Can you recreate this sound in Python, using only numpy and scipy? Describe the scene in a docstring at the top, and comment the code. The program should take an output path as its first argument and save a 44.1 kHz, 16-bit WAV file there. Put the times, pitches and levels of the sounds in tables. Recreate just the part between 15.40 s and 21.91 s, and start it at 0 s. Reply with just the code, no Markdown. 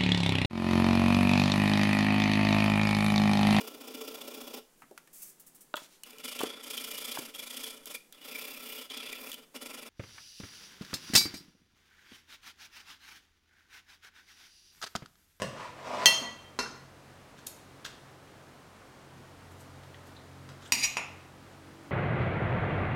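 """A low hum and soft air fill a small, fairly live room; one microphone is close by.
Kitchen scissors knock on a wooden table and are dragged off it, with rubbing scrapes that swell.
Their tip clinks twice on a china plate, rim then well, and from 2 s the edges snip a tea bag's string.
After a few fainter strokes they are laid on a plastic cutting board at 5.3 s: the steel blades
land, ring and skid, then the handles drop. At the very end the hum climbs and brightens."""
import sys
import numpy as np
from scipy import signal
from scipy.fft import rfft, irfft
from scipy.io import wavfile
from scipy.ndimage import uniform_filter1d

SR = 44100
rng = np.random.default_rng(int(sys.argv[2]) if len(sys.argv) > 2 else 0)


def materialize(psi):
    """Save the field psi as 16-bit PCM at rate SR to the path in sys.argv[1].

    A 1-D psi becomes a single channel; in a 2-D psi each row is a channel.
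    """
    bounded = np.clip(np.atleast_2d(psi).T, -1, 1)
    quanta = np.round(bounded * 32767).astype(np.int16)
    wavfile.write(sys.argv[1], SR, quanta)


N = 287045
TIME = np.arange(N) / SR
AGE = TIME[:SR]  # the second that follows a blow

# The room's tail. Each row: frequency in Hz, time to fall 60 dB (t60) in seconds.
ROOM_DECAY = [(100, .55), (400, .62), (1200, .6), (3000, .57), (6000, .52), (10000, .43), (16000, .32)]
# Tone of the room air. Each row: frequency in Hz, relative level in dB.
AIR_COLOUR = [(20, -26.5), (40, -19.5), (62, -9), (85, -14), (135, -6.5), (195, -9), (280, -8.5),
              (370, -9.5), (700, -11), (850, -12.5), (1330, -14), (2320, -20.5), (9400, -32.5),
              (16000, -41)]
# The hum's slow swell. Each row: time in seconds, level in dB before the hum's gain.
HUM_SWELL = [(0.9, -63), (1.26, -63.5), (2.51, -63), (3.25, -65.5), (4.28, -55.5), (5.41, -58),
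             (5.95, -57.5), (6.5, -56)]
# The hum's overtones. Each row: multiple of the fundamental, relative level in dB.
HUM_HARMONICS = [(2, -1.5), (3, 0), (4, -13.5), (5, -11), (6, -8.5), (7, -11.5)]
# Tone of each kind of contact, by name. Each row: frequency in Hz, relative level in dB.
CONTACT_COLOURS = { "rim": [(40, -45), (120, -27), (300, -10), (900, -7.5), (1600, -8.5), (2250, -8),
                   (3000, 2.5), (6500, -7), (7400, -10.5), (12000, -18), (16000, -21)], "well": [(60, -14),
                   (170, -19), (260, 6.5), (420, 0), (700, -6.5), (1000, -2), (1450, 7.5), (2000, 2),
                   (2400, -6), (3400, -8.5), (5000, -5), (6600, -12.5), (8000, -21), (11500, -28),
                   (15000, -51)], "blade": [(50, -37), (100, -11), (160, -18), (270, -2.5), (600, -15),
                   (950, -6.5), (1500, -12.5), (1900, 5.5), (2400, 8.5), (3400, -4), (4800, 1), (5300, 4),
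                   (7200, -6), (10000, -11), (13300, -9), (16000, -17)], "skid": [(80, -10), (280, -23),
                   (1000, -6.5), (1550, -13.5), (2300, 8), (3400, -5.5), (4100, -1.5), (4500, -17),
                   (6400, -1.5), (8500, -15), (11000, -16), (13300, -13), (16000, -29)],
                   "handle": [(50, -13), (130, 2.5), (550, 0.5), (920, 9.5), (1550, 7), (2000, 7.5),
                   (2600, 15), (3200, -1), (3900, 5.5), (4400, -1.5), (6500, -5), (9000, -8), (16000, -34)],
                   "table": [(40, -16.5), (80, -6.5), (190, 4), (330, -8.5), (600, 7), (800, -8.5),
                   (1050, 4.5), (2200, -7), (4500, -12.5), (7500, -17), (11000, -27), (16000, -36.5)],
                   "shear": [(300, -33), (2300, -16), (3400, -9), (4100, -2), (5200, -8.5), (7000, -0.5),
                   (10000, -4.5), (14000, -6), (16000, -25.5)], "string": [(200, -7), (900, -9), (1400, 7),
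                   (1900, 1.5), (2400, -7), (3300, 5), (4400, -3.5), (7000, -5), (9000, -14.5),
                   (16000, -24)]}
# The ring of the steel blades. Each row: frequency in Hz, relative level in dB, t60 in seconds.
BLADE_MODES = [(2235, -10, .025), (2340, -15, .04), (2570, -14, .04), (3190, -14, .07), (3760, -11, .09),
               (3960, -12, .05), (4210, -15, .06), (4780, 0, .028), (4850, -7, .07), (5700, -1.5, .11),
               (5810, -4, .025), (6848, 0, .11), (7150, -11, .04), (7730, -19, .12), (8122, -7, .14),
               (9605, -7, .11), (11300, -19, .11), (13400, -19, .05)]
# Scissors hitting table and board. Each row: start in seconds, kind of contact, crack level in dB,
# crack t60 in seconds, blade ring level in dB.
KNOCK_CUES = [(0, "table", -43.5, 0.053, -74), (0.0165, "table", -48, 0.008, -59),
              (0.0201, "table", -30, 0.013, -49.5), (5.0907, "table", -50, .03, -84),
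              (5.3218, "blade", -22, 0.0089, -29), (5.3229, "blade", -30, 0.039, -21),
              (5.5698, "handle", -29.5, 0.0041, -35.5)]
# Soft bumps of hand, table and board, and ticks of the handles.
# Each row: start in seconds, centre frequency in Hz, level in dB, t60 in seconds.
BUMP_CUES = [(0.023, 139, -35.5, 0.34), (.035, 86, -52, .15), (0.811, 255, -40.5, 0.2),
             (1.257, 1450, -40.5, 0.046), (4.5442, 2070, -53.5, 0.013), (4.5442, 3370, -56.5, .01),
             (4.763, 3800, -54, 0.13), (5.275, 7960, -58.5, .05), (5.333, 257, -40, 0.22)]
# Rubbing scrapes of the scissors. Each row: start of the hold in seconds,
# its length in seconds, relative level in dB, extra level for the upper scrape in dB.
RUB_CUES = [(0.189, 0.066, -49, 5.5), (.385, 0.031, -47.5, -0.5), (.47, 0.027, -39, -1.5),
            (.535, 0.046, -35.5, -2), (.61, 0.075, -36.5, 2), (.825, .015, -44.5, 1)]
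# The rubbing's low body and its upper, hissy scrape. Each row: frequency in Hz, relative level in dB.
RUB_BODY = [(100, -40.5), (190, -15.5), (270, -7), (420, -11.5), (560, -1), (700, -0.5), (900, -9.5),
            (1500, -50)]
RUB_SCRAPE = [(600, -22), (950, 12.5), (1200, 8.5), (1550, 1.5), (2250, 1.5), (2800, -3.5), (5500, -10.5),
              (9000, -20), (15000, -40)]
# The ring of the china plate, partly in close pairs. Each row: frequency in Hz,
# level in dB when struck at the rim, level in dB when struck in the well, t60 in seconds.
PLATE_MODES = [(1955, -19, -40, .45), (2720, -18, -35, .38), (3158, -13, -50, .22), (4215, -19, -42, .05),
               (4260, -17.5, -35, .17), (4530, -27, -41, .11), (5292, -33, -47, .16), (5400, -27, -42, .34),
               (5462, -40, -38, .22), (6044, -20, -48, .09), (6098, -32, -38, .14), (6490, -28, -55, .06),
               (6562, -23.5, -48, .1), (7076, -35, -50, .16), (7677, -35, -52, .14), (8892, -32, -62, .13),
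               (8974, -48, -52, .13), (9513, -30, -53, .24), (9615, -40, -57, .22), (10055, -44, -61, .16),
               (10910, -37, -60, .07), (11510, -39, -62, .2), (11760, -39, -70, .05),
               (13190, -38, -58, .14), (13716, -35, -69, .12)]
# Blade tip on the plate. Each row: start in seconds, place, crack level in dB, crack t60 in seconds.
CLINK_CUES = [(.658, "rim", -16.5, .014), (1.1898, "well", -28.5, 0.028)]
# Cutting strokes. Each row: peak time in seconds, kind of contact, level in dB,
# time constant of rise and fall in seconds.
SNIP_CUES = [(1.988, "string", -52.5, 0.01), (2.0698, "shear", -37.5, 0.0024),
             (2.4515, "string", -38.5, .003), (2.463, "string", -42.5, 0.0035),
             (4.119, "shear", -63, 0.0071), (4.209, "shear", -57, .015), (4.435, "string", -61, .0023),
             (4.672, "shear", -61.5, .01), (5.226, "string", -53, 0.011), (5.259, "string", -48, .01)]
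# The blades skid lightly on the board, then bite just before they stop.
# Each row: start of the hold in seconds, its length in seconds, relative level in dB.
SKID_CUES = [(5.342, 0.017, -32), (5.38, .045, -32.5), (5.441, 0.0022, -18.5)]


def undb(db):
    """Decibels to gain."""
    return 10 ** (np.asarray(db) / 20)


def fade(t60):
    """The decay after a blow: 60 dB down in t60 seconds."""
    return np.exp(-np.log(1000) * AGE / t60)


def level(x, db):
    """Set the rms level."""
    return x * undb(db) / np.sqrt(np.mean(x ** 2))


def blow(x, db):
    """Give a short sound the energy of 10 ms at this level."""
    return x * undb(db) / np.sqrt(np.sum(x ** 2) / (SR / 100))


def colour(x, points, size=4096):
    """EQ through (Hz, dB) points; minimum phase keeps attacks sharp."""
    hz, db = np.transpose(points)
    bins = np.arange(1, size // 2 + 2) * SR / size
    gains = undb(np.interp(np.log(bins), np.log(hz), db))
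    cepstrum = irfft(np.log(gains))
    cepstrum[1:size // 2] *= 2
    cepstrum[size // 2 + 1:] = 0
    return signal.fftconvolve(x, irfft(np.exp(rfft(cepstrum))))[:len(x)]


def add(out, start, x):
    """Mix a sound in at a start time in seconds."""
    first = max(int(start * SR), 0)
    out[first:first + len(x)] += x[:N - first]


def wander(rate_hz):
    """Smooth random drift with a spread near 1."""
    hold = int(SR / rate_hz)
    steps = np.repeat(rng.standard_normal(N // hold + 1), hold)[:N]
    return uniform_filter1d(steps, hold)


def room(early_db=3, early_t60=.08, gap_s=.004):
    """Reflections off nearby things, then a diffuse tail whose treble dies first."""
    hz, t60s = np.transpose(ROOM_DECAY)
    noise = rfft(rng.standard_normal(SR))
    log_hz = np.log(np.arange(len(noise)) + 1)
    bands = [irfft(noise * np.interp(log_hz, np.log(hz), share), SR) for share in np.eye(len(hz))]
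    tail = sum(band * fade(t60) for band, t60 in zip(bands, t60s))
    onset = 1 - np.exp(-(AGE / gap_s) ** 2)
    return tail * (1 + undb(early_db) * fade(early_t60)) * onset


def in_room(x, walls, wet_db):
    """A sound together with its reverb."""
    echo = signal.fftconvolve(x, walls)[:len(x)]
    return x + echo * undb(wet_db) * np.std(x) / np.std(echo)


def room_air(swell_db, follow_share=.14):
    """A soft bed of noise that breathes a little with the hum's swell."""
    bed = level(colour(rng.standard_normal(N), AIR_COLOUR), db=-54)
    return bed * undb(follow_share * (swell_db - swell_db.mean()) + .35 * wander(12))


def hum(swell_db, fundamental_hz=45.4, climb_from_s=5.8, climb_hz_per_s=3.4, gain_db=2.5):
    """A low, wavering stack of overtones that brightens as its pitch climbs at the end."""
    climb_hz = climb_hz_per_s * np.maximum(TIME - climb_from_s, 0)
    pitch_hz = (fundamental_hz + climb_hz) * (1 + .0052 * wander(4.7))
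    phase = 2 * np.pi * np.cumsum(pitch_hz) / SR
    tilt_db = -.54 + 1.44 * climb_hz  # per harmonic, pivoting on the fourth
    tone = np.zeros(N)
    for multiple, db in HUM_HARMONICS:
        gain = undb(db + tilt_db * (multiple - 4) + 3.2 * wander(8.1))
        tone += gain * np.sin(multiple * phase + rng.uniform(0, 2 * np.pi) + .35 * wander(12))
    return level(tone, gain_db) * undb(swell_db)


def mode(hz, t60, walls, wet_db):
    """One ringing mode and its afterglow in the room."""
    ring = rng.choice([-1, 1]) * np.sin(2 * np.pi * hz * AGE) * fade(t60)
    return blow(in_room(ring, walls, wet_db), 0)


def blade_ring(walls):
    """Struck steel: all the blades' modes sound at once, bright and short."""
    return blow(sum(undb(db) * mode(hz, t60, walls, wet_db=-13) for hz, db, t60 in BLADE_MODES), 0)


def contact(kind, db, t60, tick_db=-2):
    """The crack of two things meeting: one sharp tick, then a brief chatter."""
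    chatter = blow(rng.standard_normal(SR) * fade(t60), 0)
    tick = blow(1. * (AGE == 0), tick_db)
    return blow(colour(tick + chatter, CONTACT_COLOURS[kind]), db)


def knocks(walls, blades):
    """Each knock on table or board cracks and sets the blades ringing."""
    out = np.zeros(N)
    for start, kind, db, t60, ring_db in KNOCK_CUES:
        crack = in_room(contact(kind, db, t60), walls, wet_db=-1.5 if kind == "blade" else 2.5)
        add(out, start, crack + undb(ring_db) * blades)
    return out


def bumps(walls, width_share=.21):
    """Small handling sounds, each a dying puff of noise in one damped resonance."""
    out = np.zeros(N)
    for start, hz, db, t60 in BUMP_CUES:
        width_hz = width_share * hz
        band = signal.butter(2, [hz - width_hz / 2, hz + width_hz / 2], "band", fs=SR, output="sos")
        bump = signal.sosfilt(band, rng.standard_normal(SR) * fade(t60))
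        add(out, start, in_room(blow(bump, db), walls, wet_db=-6.5))
    return out


def grains(count, spread_db):
    """Friction: a dense run of tiny slips of uneven size, 16 samples each."""
    sizes = np.repeat(rng.standard_normal(count // 16 + 1), 16)[:count]
    return rng.standard_normal(count) * undb(spread_db * sizes)


def strokes(cues, rise_db_per_s, fall_db_per_s):
    """Rubbing force: each stroke swells, holds and lets go; the strongest one rules."""
    levels_db = []
    for start, held, db in cues:
        attack_db = rise_db_per_s * np.maximum(start - TIME, 0)
        release_db = fall_db_per_s * np.maximum(TIME - start - held, 0)
        levels_db.append(db - attack_db - release_db)
    return undb(np.max(levels_db, axis=0))


def rubs(walls, rise_db_per_s=173, fall_db_per_s=269.5):
    """Rubbing scrapes of the scissors swell up to the first clink, then comes one brief, softer rub."""
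    body = level(colour(grains(N, spread_db=1.5), RUB_BODY), db=-5)
    scrape = level(colour(grains(N, spread_db=4), RUB_SCRAPE), db=-4.5)
    body_cues = [(start, held, db) for start, held, db, _ in RUB_CUES]
    scrape_cues = [(start, held, db + extra_db) for start, held, db, extra_db in RUB_CUES]
    body *= strokes(body_cues, rise_db_per_s, fall_db_per_s)
    scrape *= strokes(scrape_cues, rise_db_per_s, fall_db_per_s)
    return in_room(body + scrape, walls, wet_db=2.5)


def plate_clinks(walls):
    """Steel on china: where the tip lands decides how strongly each mode rings."""
    out = np.zeros(N)
    for start, place, db, t60 in CLINK_CUES:
        on_rim = place == "rim"
        ring = sum(undb(rim_db if on_rim else well_db) * mode(hz, ring_t60, walls, wet_db=-4)
                   for hz, rim_db, well_db, ring_t60 in PLATE_MODES)
        crack = in_room(contact(place, db, t60), walls, wet_db=-6 if on_rim else 1)
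        add(out, start, crack + ring)
    return out


def snips(walls, lead_s=.1):
    """The edges shear past each other: a gritty burst that builds up and lets go."""
    out = np.zeros(N)
    for peak, kind, db, rise in SNIP_CUES:
        pressure = np.exp(-np.abs(AGE - lead_s) / rise) * (AGE > lead_s - 2 * rise)
        grit = colour(grains(SR, spread_db=-3) * pressure, CONTACT_COLOURS[kind])
        add(out, peak - lead_s, in_room(blow(grit, db), walls, wet_db=-3))
    return out


def skid(walls, blades, singing_db=-4.5, rasp_db=-2.5):
    """Once landed, the blades rasp over the board and friction keeps their modes singing."""
    landed = TIME > min(start for start, kind, *_ in KNOCK_CUES if kind == "blade")
    force = strokes(SKID_CUES, rise_db_per_s=750, fall_db_per_s=1300) * landed
    slips = grains(N, spread_db=0) * force
    singing = signal.fftconvolve(slips, blades / np.linalg.norm(blades))[:N]
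    rasp = in_room(colour(slips, CONTACT_COLOURS["skid"]), walls, wet_db=1.5)
    return undb(singing_db) * singing + undb(rasp_db) * rasp


def scene():
    """China, steel and handling share one room, in mono over the air and hum."""
    walls = room()
    china = plate_clinks(walls)
    blades = blade_ring(walls)
    steel = knocks(walls, blades) + skid(walls, blades) + snips(walls)
    handling = bumps(walls) + rubs(walls)
    swell_db = np.interp(TIME, *np.transpose(HUM_SWELL))
    return (china + steel + handling + room_air(swell_db) + hum(swell_db))[None]


def record(dry, top_hz=16200):
    """Clip at full scale, then cut the very top steeply."""
    lowpass = signal.ellip(10, .1, 80, top_hz, fs=SR, output="sos")
    return signal.sosfilt(lowpass, np.clip(dry, -1, 1))


dry = scene()
out = record(dry)
materialize(out)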